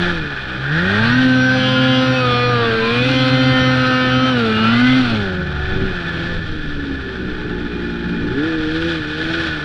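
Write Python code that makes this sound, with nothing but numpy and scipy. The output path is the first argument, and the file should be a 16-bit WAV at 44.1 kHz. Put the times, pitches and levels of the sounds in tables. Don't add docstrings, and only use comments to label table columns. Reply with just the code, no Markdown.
import sys
import numpy as np
from scipy import signal
from scipy.fft import rfft, irfft, next_fast_len
from scipy.io import wavfile
from scipy.ndimage import uniform_filter1d

SR = 44100
rng = np.random.default_rng(int(sys.argv[2]) if len(sys.argv) > 2 else 0)


def master_out(mix):
    frames = np.transpose(np.atleast_2d(mix))
    ceiling = np.clip(frames, -1, 1)
    pcm = np.round(ceiling * 32767).astype(np.int16)
    wavfile.write(sys.argv[1], SR, pcm)


N = 425124


def from_db(db):
    return 10 ** (np.asarray(db) / 20)


def rms_one(x):
    return x / np.sqrt(np.mean(x ** 2) + 1e-20)


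def in_time(rows):
    times, *columns = np.transpose(rows)
    return [np.interp(np.arange(N) / SR, times, column) for column in columns]


def by_speed(rows, speed):
    return np.interp(speed, *np.transpose(rows))


def drift(rate_hz, step=1):
    r = np.exp(-80 * np.pi * rate_hz / SR)
    slow = signal.lfilter([1], [1, -2 * r, r * r], rng.standard_normal(N // 40 + 2002))[2000:]
    return np.interp(np.arange(0, N, step) / 40, np.arange(len(slow)), rms_one(slow))


def swell(t, start, end, fade):
    ramp = np.minimum(t - start + fade / 2, end - t + fade / 2) / fade
    return np.sin(np.pi / 2 * np.clip(ramp, 0, 1)) ** 2


def bursts(rows):
    t = np.arange(N) / SR
    return sum(from_db(db) * swell(t, at - span / 2, at + span / 2, span) for at, span, db in rows)


def tone(angle, db, waver_db):
    level = from_db(db + waver_db * (drift(18) + .4 * drift(4)))
    return np.sqrt(2) * level * np.sin(angle + rng.uniform(0, 2 * np.pi))


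# f/Hz, width/Hz, boost/dB
HOOD_RESONANCES = [(1210, 26, 6.5), (1534, 380, 4), (1735, 43, 6), (2470, 66, 7.5), (3130, 46, 3),
                   (3470, 59, 5.5), (863, 84, 6), (6780, 240, 7), (8260, 380, 4), (9800, 500, 2.5),
                   (12700, 790, -0.5)]
def colour_db(spectrum, hz):
    table_hz, table_db = np.transpose(spectrum)
    db = np.interp(np.log(hz + 1), np.log(table_hz), table_db)
    return db + sum(boost / (1 + (2 * (hz - f) / width) ** 2) for f, width, boost in HOOD_RESONANCES)


def coloured(x, spectrum):
    size = next_fast_len(N)
    gain = from_db(colour_db(spectrum, np.fft.rfftfreq(size, 1 / SR)))
    return rms_one(irfft(rfft(x, size) * gain, size)[:N])


# t/s, buffeting level/dB, snow level/dB
WIND_LEVELS = [(0.0, -44, -25), (0.5, -40, -37), (1.3, -37, -28), (2.0, -54, -28), (2.6, -45, -25),
               (3.4, -45, -26), (4.9, -40, -29.5), (5.5, -34, -30.5), (7.0, -34.5, -27.5),
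               (8.5, -33.5, -30), (9.64, -34, -31)]
# t/s, length/s, level/dB
WIND_GUSTS = [(.1, .2, -27), (1.02, .3, -30), (2.87, .5, -36), (5.2, .3, -32), (5.82, .3, -24.5),
              (6.52, 0.38, -21.5), (7.5, 0.26, -32), (8.27, 0.2, -30.5)]
# f/Hz, relative level/dB
SNOW_SPECTRUM = [(40, -16.5), (80, 0), (150, -2.5), (300, -2), (450, -9.5), (700, -33)]
# t/s, length/s, level/dB
SNOW_SPRAYS = [(5.16, .15, -26), (5.82, .15, -30), (8.28, .12, -25)]
def wind_and_snow():
    buffet_db, snow_db = in_time(WIND_LEVELS)
    rumble = signal.sosfilt(signal.butter(3, [5, 28], "band", fs=SR, output="sos"), rng.standard_normal(N))
    rush = coloured(rng.standard_normal(N), [(10, -42)] + SNOW_SPECTRUM + [(1200, -61.5), (4000, -95)])
    buffet = (from_db(buffet_db + 4 * drift(3)) + bursts(WIND_GUSTS)) * from_db(1.9 * drift(11))
    snow = (from_db(snow_db) + bursts(SNOW_SPRAYS)) * from_db(2.14 * drift(9.1))
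    return buffet * rms_one(rumble) + snow * rush


# t/s, starting level/dB, f/Hz
GROUND_BUMPS = [(9.3, -14, 160), (9.4, -12, 110), (9, -15, 130), (8.6, -16, 230), (3.6, -11, 180)]
def bumps():
    out, t = np.zeros(N), np.arange(2000) / SR
    for start, db, hz in GROUND_BUMPS:
        at = round(start * SR)
        out[at:at + len(t)] -= from_db(db) * np.sin(2 * np.pi * hz * t) * np.exp(-t * hz / 0.99)
    return out


# f/Hz, width/Hz, start t/s, end t/s, level/dB
PANEL_RINGS = [(2432, 70, 7.7, 8.3, -41), (852, 26, 7.35, 8.4, -45), (1730, 25, 5.93, 7.12, -34),
               (1745, 45, 6.1, 6.45, -31), (1580, 120, 0.67, 1.23, -21.5), (1857, 73, 0.71, 1.286, -24.5),
               (2440, 58, 2.74, 3.23, -29.5), (1480, 50, 9.3, 9.7, -31), (2450, 48, .05, .63, -39)]
def panels():
    out, t = 0, np.arange(N) / SR
    for hz, width, start, end, db in PANEL_RINGS:
        r = np.exp(-np.pi * width / SR)
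        resonance = [1, 0, -1, 1, -2 * r * np.cos(2 * np.pi * hz / SR), r * r]
        ring = signal.sosfilt([resonance, resonance], rng.standard_normal(N))
        out = out + from_db(db) * swell(t, start, end, fade=.2) * rms_one(ring)
    return out


# t/s, f/Hz
LUG_RATE = [(.95, 130), (1.2, 172), (1.4, 192), (1.8, 219), (2.05, 244), (2.3, 246), (2.6, 240), (2.8, 245),
            (3.12, 280), (3.3, 274), (3.6, 268), (4.2, 245), (5.1, 200), (5.3, 168), (5.5, 146),
            (5.95, 128), (6.35, 107), (6.7, 84)]
# t/s, every-lug level/dB, every-second-lug level/dB
TRACK_LEVELS = [(.85, -63, -60), (1.05, -24, -36), (1.3, -32, -33), (1.7, -23, -32), (2.1, -33, -26),
                (2.7, -38, -26.5), (2.95, -33, -33), (3.05, -21, -34), (3.55, -22, -24), (3.8, -40, -29),
                (4.25, -24, -26), (4.4, -58, -58), (5.15, -57, -58), (5.4, -24, -28), (5.6, -26.5, -21),
                (6.1, -37, -39), (6.5, -28, -37), (6.85, -60, -57)]
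def track():
    lug_hz, = in_time(LUG_RATE)
    lug_db, half_db = in_time(TRACK_LEVELS)
    angle = 2 * np.pi * np.cumsum(lug_hz) / SR
    return tone(angle, lug_db, waver_db=0.1) + tone(angle / 2, half_db, waver_db=0.5)


# t/s, then level/dB for each of orders 1, 2, 4 and 6
HUM_LEVELS = [(0.0, -29.5, -19.5, -21.5, -38), (0.26, -34, -28, -30, -35), (0.45, -34, -38, -50, -44),
              (0.6, -37, -24, -44, -46), (0.72, -35, -16, -28, -31), (0.95, -19, -18, -23, -33),
              (1.12, -18, -14.5, -36, -37), (1.26, -19.5, -9.5, -27, -37), (1.63, -19, -19, -20.5, -29),
              (1.98, -19.5, -13.5, -19, -33), (2.35, -19.5, -24, -19.5, -27), (2.66, -20, -23, -18, -31),
              (2.82, -43, -21.5, -16, -37), (2.97, -18.5, -19, -21, -35), (3.5, -17, -14.5, -20.5, -30),
              (3.9, -18, -18, -22, -31), (4.3, -21, -14.5, -23, -32), (4.47, -25, -16, -17, -34),
              (4.72, -18, -13, -36, -37), (5.0, -20, -10, -30.5, -35), (5.1, -21.5, -19, -40, -35),
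              (5.2, -22, -21, -24, -37), (5.4, -30, -24, -27, -33), (5.6, -30, -38, -33, -52),
              (5.82, -27, -24, -22.5, -42), (5.95, -36, -27.5, -31, -46), (6.2, -31.5, -25.5, -30, -37),
              (6.4, -31, -28, -37, -39), (6.9, -31, -31.5, -23, -52), (7.1, -31, -38, -40, -31),
              (7.34, -31, -39, -37, -35), (7.8, -30, -45, -28.5, -29), (8.2, -32, -40, -25, -28),
              (8.3, -27, -24.5, -38, -27), (8.38, -43, -27, -15.5, -24), (8.5, -44, -30, -19, -27),
              (8.89, -28, -25, -19, -28), (9.05, -42, -30, -26, -36), (9.4, -32, -32, -22, -36),
              (9.63, -37, -28, -31, -40)]
# crank f/Hz, level/dB
FLUTTER_LEVELS = [(58, -29), (62, -31), (66, -43), (90, -44.5), (112, -36), (129, -44)]
def hum(speed, angle):
    steady = sum(tone(k * angle + 0.14 * drift(11), db, waver_db)
                 for k, db, waver_db in zip((1, 2, 4, 6), in_time(HUM_LEVELS), (1.7, 1.0, 0.81, 2.4)))
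    flutter_db = by_speed(FLUTTER_LEVELS, speed)
    flutter = sum(tone(k * angle + .5 * drift(12), flutter_db + db, waver_db=3)
                  for k, db in ((3, 0), (5, 0), (7, -7)))
    return steady + flutter


# f/Hz, relative level/dB
SLOW_RASP = [(320, -34), (550, -10), (618, -11.5), (845, -12.5), (940, -17.5), (1320, -8.5), (1460, 0),
             (1590, -7), (1720, -3), (2030, -16.5), (2420, -12.5), (2830, -15.5), (3270, -8.5), (4300, -16),
             (5280, -25.5), (5800, -27), (6400, -40), (8000, -43.5), (9800, -48), (10800, -66),
             (13000, -63), (15000, -80)]
# f/Hz, relative level/dB
FAST_RASP = [(320, -36), (550, -8), (700, -7), (940, -13.5), (1200, -8.5), (1460, -1), (1720, -10.5),
             (2030, -11.5), (2420, -10), (2830, -9), (3270, -8), (4300, -12), (5280, -25), (5800, -24),
             (6400, -38), (8000, -41), (9800, -42), (10800, -54.5), (13000, -56), (15000, -68.5)]
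def gas_rasp(speed, angle, bright_db):
    puff = 1 + 0.13 * np.cos(2 * angle) + 0.084 * np.cos(angle)
    gas = rng.standard_normal(N) * puff * from_db(1.03 * drift(26))
    fast = np.clip((speed - 95) / 18, 0, 1)
    rasp = (1 - fast) * coloured(gas, SLOW_RASP) + fast * coloured(gas, FAST_RASP)
    low, treble = (signal.sosfilt(signal.butter(4, 2100, kind, fs=SR, output="sos"), rasp)
                   for kind in ("low", "high"))
    return low + from_db(bright_db) * treble


# f/Hz, relative level/dB
PULSE_SPECTRUM = [(260, -30), (450, 1), (539, -11), (772, -5.5), (905, -20), (1260, -8.5), (1590, -11),
                  (2350, -15.5), (3120, -12), (3330, -16), (4200, -16), (5250, -29.5), (5650, -26),
                  (7340, -50.5), (12400, -120)]
# crank f/Hz, level change/dB
ODD_ORDER_CUT = [(108, -6), (118, -10), (124, -16)]
# crank f/Hz, level change/dB
PULSE_BOOST = [(60, -6), (70, -10), (85, -11.5), (105, -4), (115, 4), (130, 0.5)]
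SINGING_ORDERS = {8: [(1.7, 2.25, -34)], 14: [(2.5, 2.9, -30), (3.5, 4.1, -32)], 38: [(1.5, 2.1, -44)],
                  9: [(2.8, 3.0, -27)], 10: [(2.2, 2.65, -23.5), (3.65, 4.35, -26)], 11: [(1.6, 2.3, -27.5),
                  (3.3, 4.2, -30)], 12: [(1.1, 1.62, -21), (3.6, 4.2, -34), (4.35, 4.9, -25)],
                  13: [(1.465, 1.97, -25)], 16: [(3.05, 3.7, -32.5), (4.85, 4.96, -26)],
                  20: [(2.15, 2.5, -30), (2.9, 3.1, -27)], 22: [(1.6, 2.05, -33), (4.5, 4.7, -30)],
                  24: [(1.6, 2.0, -29), (3.1, 3.7, -29.5), (4.1, 4.3, -33)], 26: [(1.6, 2.0, -29),
                  (3.1, 3.3, -32), (4.5, 4.7, -31)], 17: [(4.7, 4.95, -31)], 21: [(2.85, 3.05, -32)],
                  25: [(4.8, 4.98, -32)], 27: [(4.88, 4.99, -27)], 28: [(2.3, 2.5, -31), (2.9, 3.1, -29)],
                  32: [(3.1, 3.5, -35)]}
def exhaust_whine(speed, angle, exhaust_db):
    step = 256
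    out, samples, updates = np.zeros(N), np.arange(N), np.arange(0, N, step)
    orders, crank_hz = np.arange(8, 48), speed[::step]
    odd_db = by_speed(ODD_ORDER_CUT, crank_hz) * (orders[:, None] % 2)
    gains = from_db(colour_db(PULSE_SPECTRUM, orders[:, None] * crank_hz) + odd_db)
    pulse_db = exhaust_db[::step] + by_speed(PULSE_BOOST, crank_hz)
    gains *= from_db(pulse_db) / np.sqrt((gains ** 2).sum(axis=0))
    glide = np.abs(np.gradient(uniform_filter1d(speed, size=2048))) * SR
    gains[1:] *= np.clip((crank_hz - 85) / 35, .12, 1)
    gains /= 1 + glide[::step] / 160
    shaky_angle = angle + (0.013 + 0.00014 * glide) * drift(15)
    for k, gain in zip(orders, gains):
        gain = gain * from_db(3.66 * drift(5.3, step))
        for start, end, db in SINGING_ORDERS.get(k, []):
            gain += from_db(db + 3.2 * drift(9.4, step)) * swell(updates / SR, start, end, fade=0.091)
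        out += np.interp(samples, updates, gain) * np.sin(k * shaky_angle + rng.uniform(0, 2 * np.pi))
    return np.sqrt(2) * out


# t/s, f/Hz
CRANK_SPEED = [(0.0, 87.2), (0.1, 88.5), (0.23, 75.8), (0.37, 67.0), (0.48, 63.5), (0.58, 63.6),
               (0.7, 72.4), (0.84, 90.7), (1.1, 120), (1.2, 129.2), (1.34, 128.2), (1.67, 129.1),
               (2.16, 129.2), (2.32, 121.6), (2.49, 122.7), (2.73, 112.4), (2.84, 112.5), (3.1, 129.7),
               (3.27, 128.8), (3.4, 129.3), (4.09, 127.3), (4.3, 129.8), (4.44, 112.8), (4.54, 108.2),
               (4.67, 112), (4.86, 126.3), (4.99, 130.6), (5.2, 102.5), (5.31, 91.8), (5.45, 90.4),
               (5.86, 96), (6.04, 84.2), (6.17, 83.2), (6.3, 86), (6.44, 80.2), (6.86, 69.7), (7.19, 62.2),
               (7.62, 59.1), (8.26, 57.2), (8.32, 61.4), (8.47, 82.2), (8.65, 77.0), (8.9, 84.6),
               (9.04, 74.5), (9.38, 83.6), (9.63, 74.3)]
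# t/s, base level/dB, treble change of the rasp/dB
EXHAUST_LEVELS = [(0.0, -18, -0.5), (0.16, -21, -1), (0.22, -25, -3), (0.69, -24.5, -4), (0.73, -20, -2.5),
                  (0.94, -18, -2), (1.08, -20, -3), (1.25, -26, 2.5), (2.15, -23.5, 1), (2.45, -23.5, -2.5),
                  (2.7, -23.5, -1.5), (3.1, -24, 4), (4.24, -23, -2), (4.48, -24.5, 2.5), (4.7, -20, -3),
                  (4.85, -23, 2), (5.22, -23.5, 0), (5.4, -26, -4.5), (6.25, -24, -1), (6.5, -31, 1),
                  (7.3, -29.5, -2.5), (8.3, -29, -1.5), (8.45, -24, -2.5), (8.67, -27, 1), (8.9, -25.5, 5),
                  (9.05, -27.5, 1.5), (9.4, -22.5, 3.5), (9.64, -26.5, 0)]
def engine():
    speed, = in_time(CRANK_SPEED)
    speed = uniform_filter1d(speed, size=2048)
    angle = 2 * np.pi * np.cumsum(speed) / SR
    exhaust_db, bright_db = in_time(EXHAUST_LEVELS)
    return (hum(speed, angle) + from_db(exhaust_db) * gas_rasp(speed, angle, bright_db)
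            + exhaust_whine(speed, angle, exhaust_db))


def scene():
    return (engine() + panels() + track() + bumps() + wind_and_snow())[None]


MIC_HISS_DB, CUTOFF_HZ = -73, 16000
def record(dry):
    heard = 1.297 * np.tanh(dry / 1.689) + from_db(MIC_HISS_DB) * rng.standard_normal(N)
    return signal.sosfilt(signal.cheby2(12, 70, CUTOFF_HZ, fs=SR, output="sos"), heard)


dry = scene()
out = record(dry)
master_out(out)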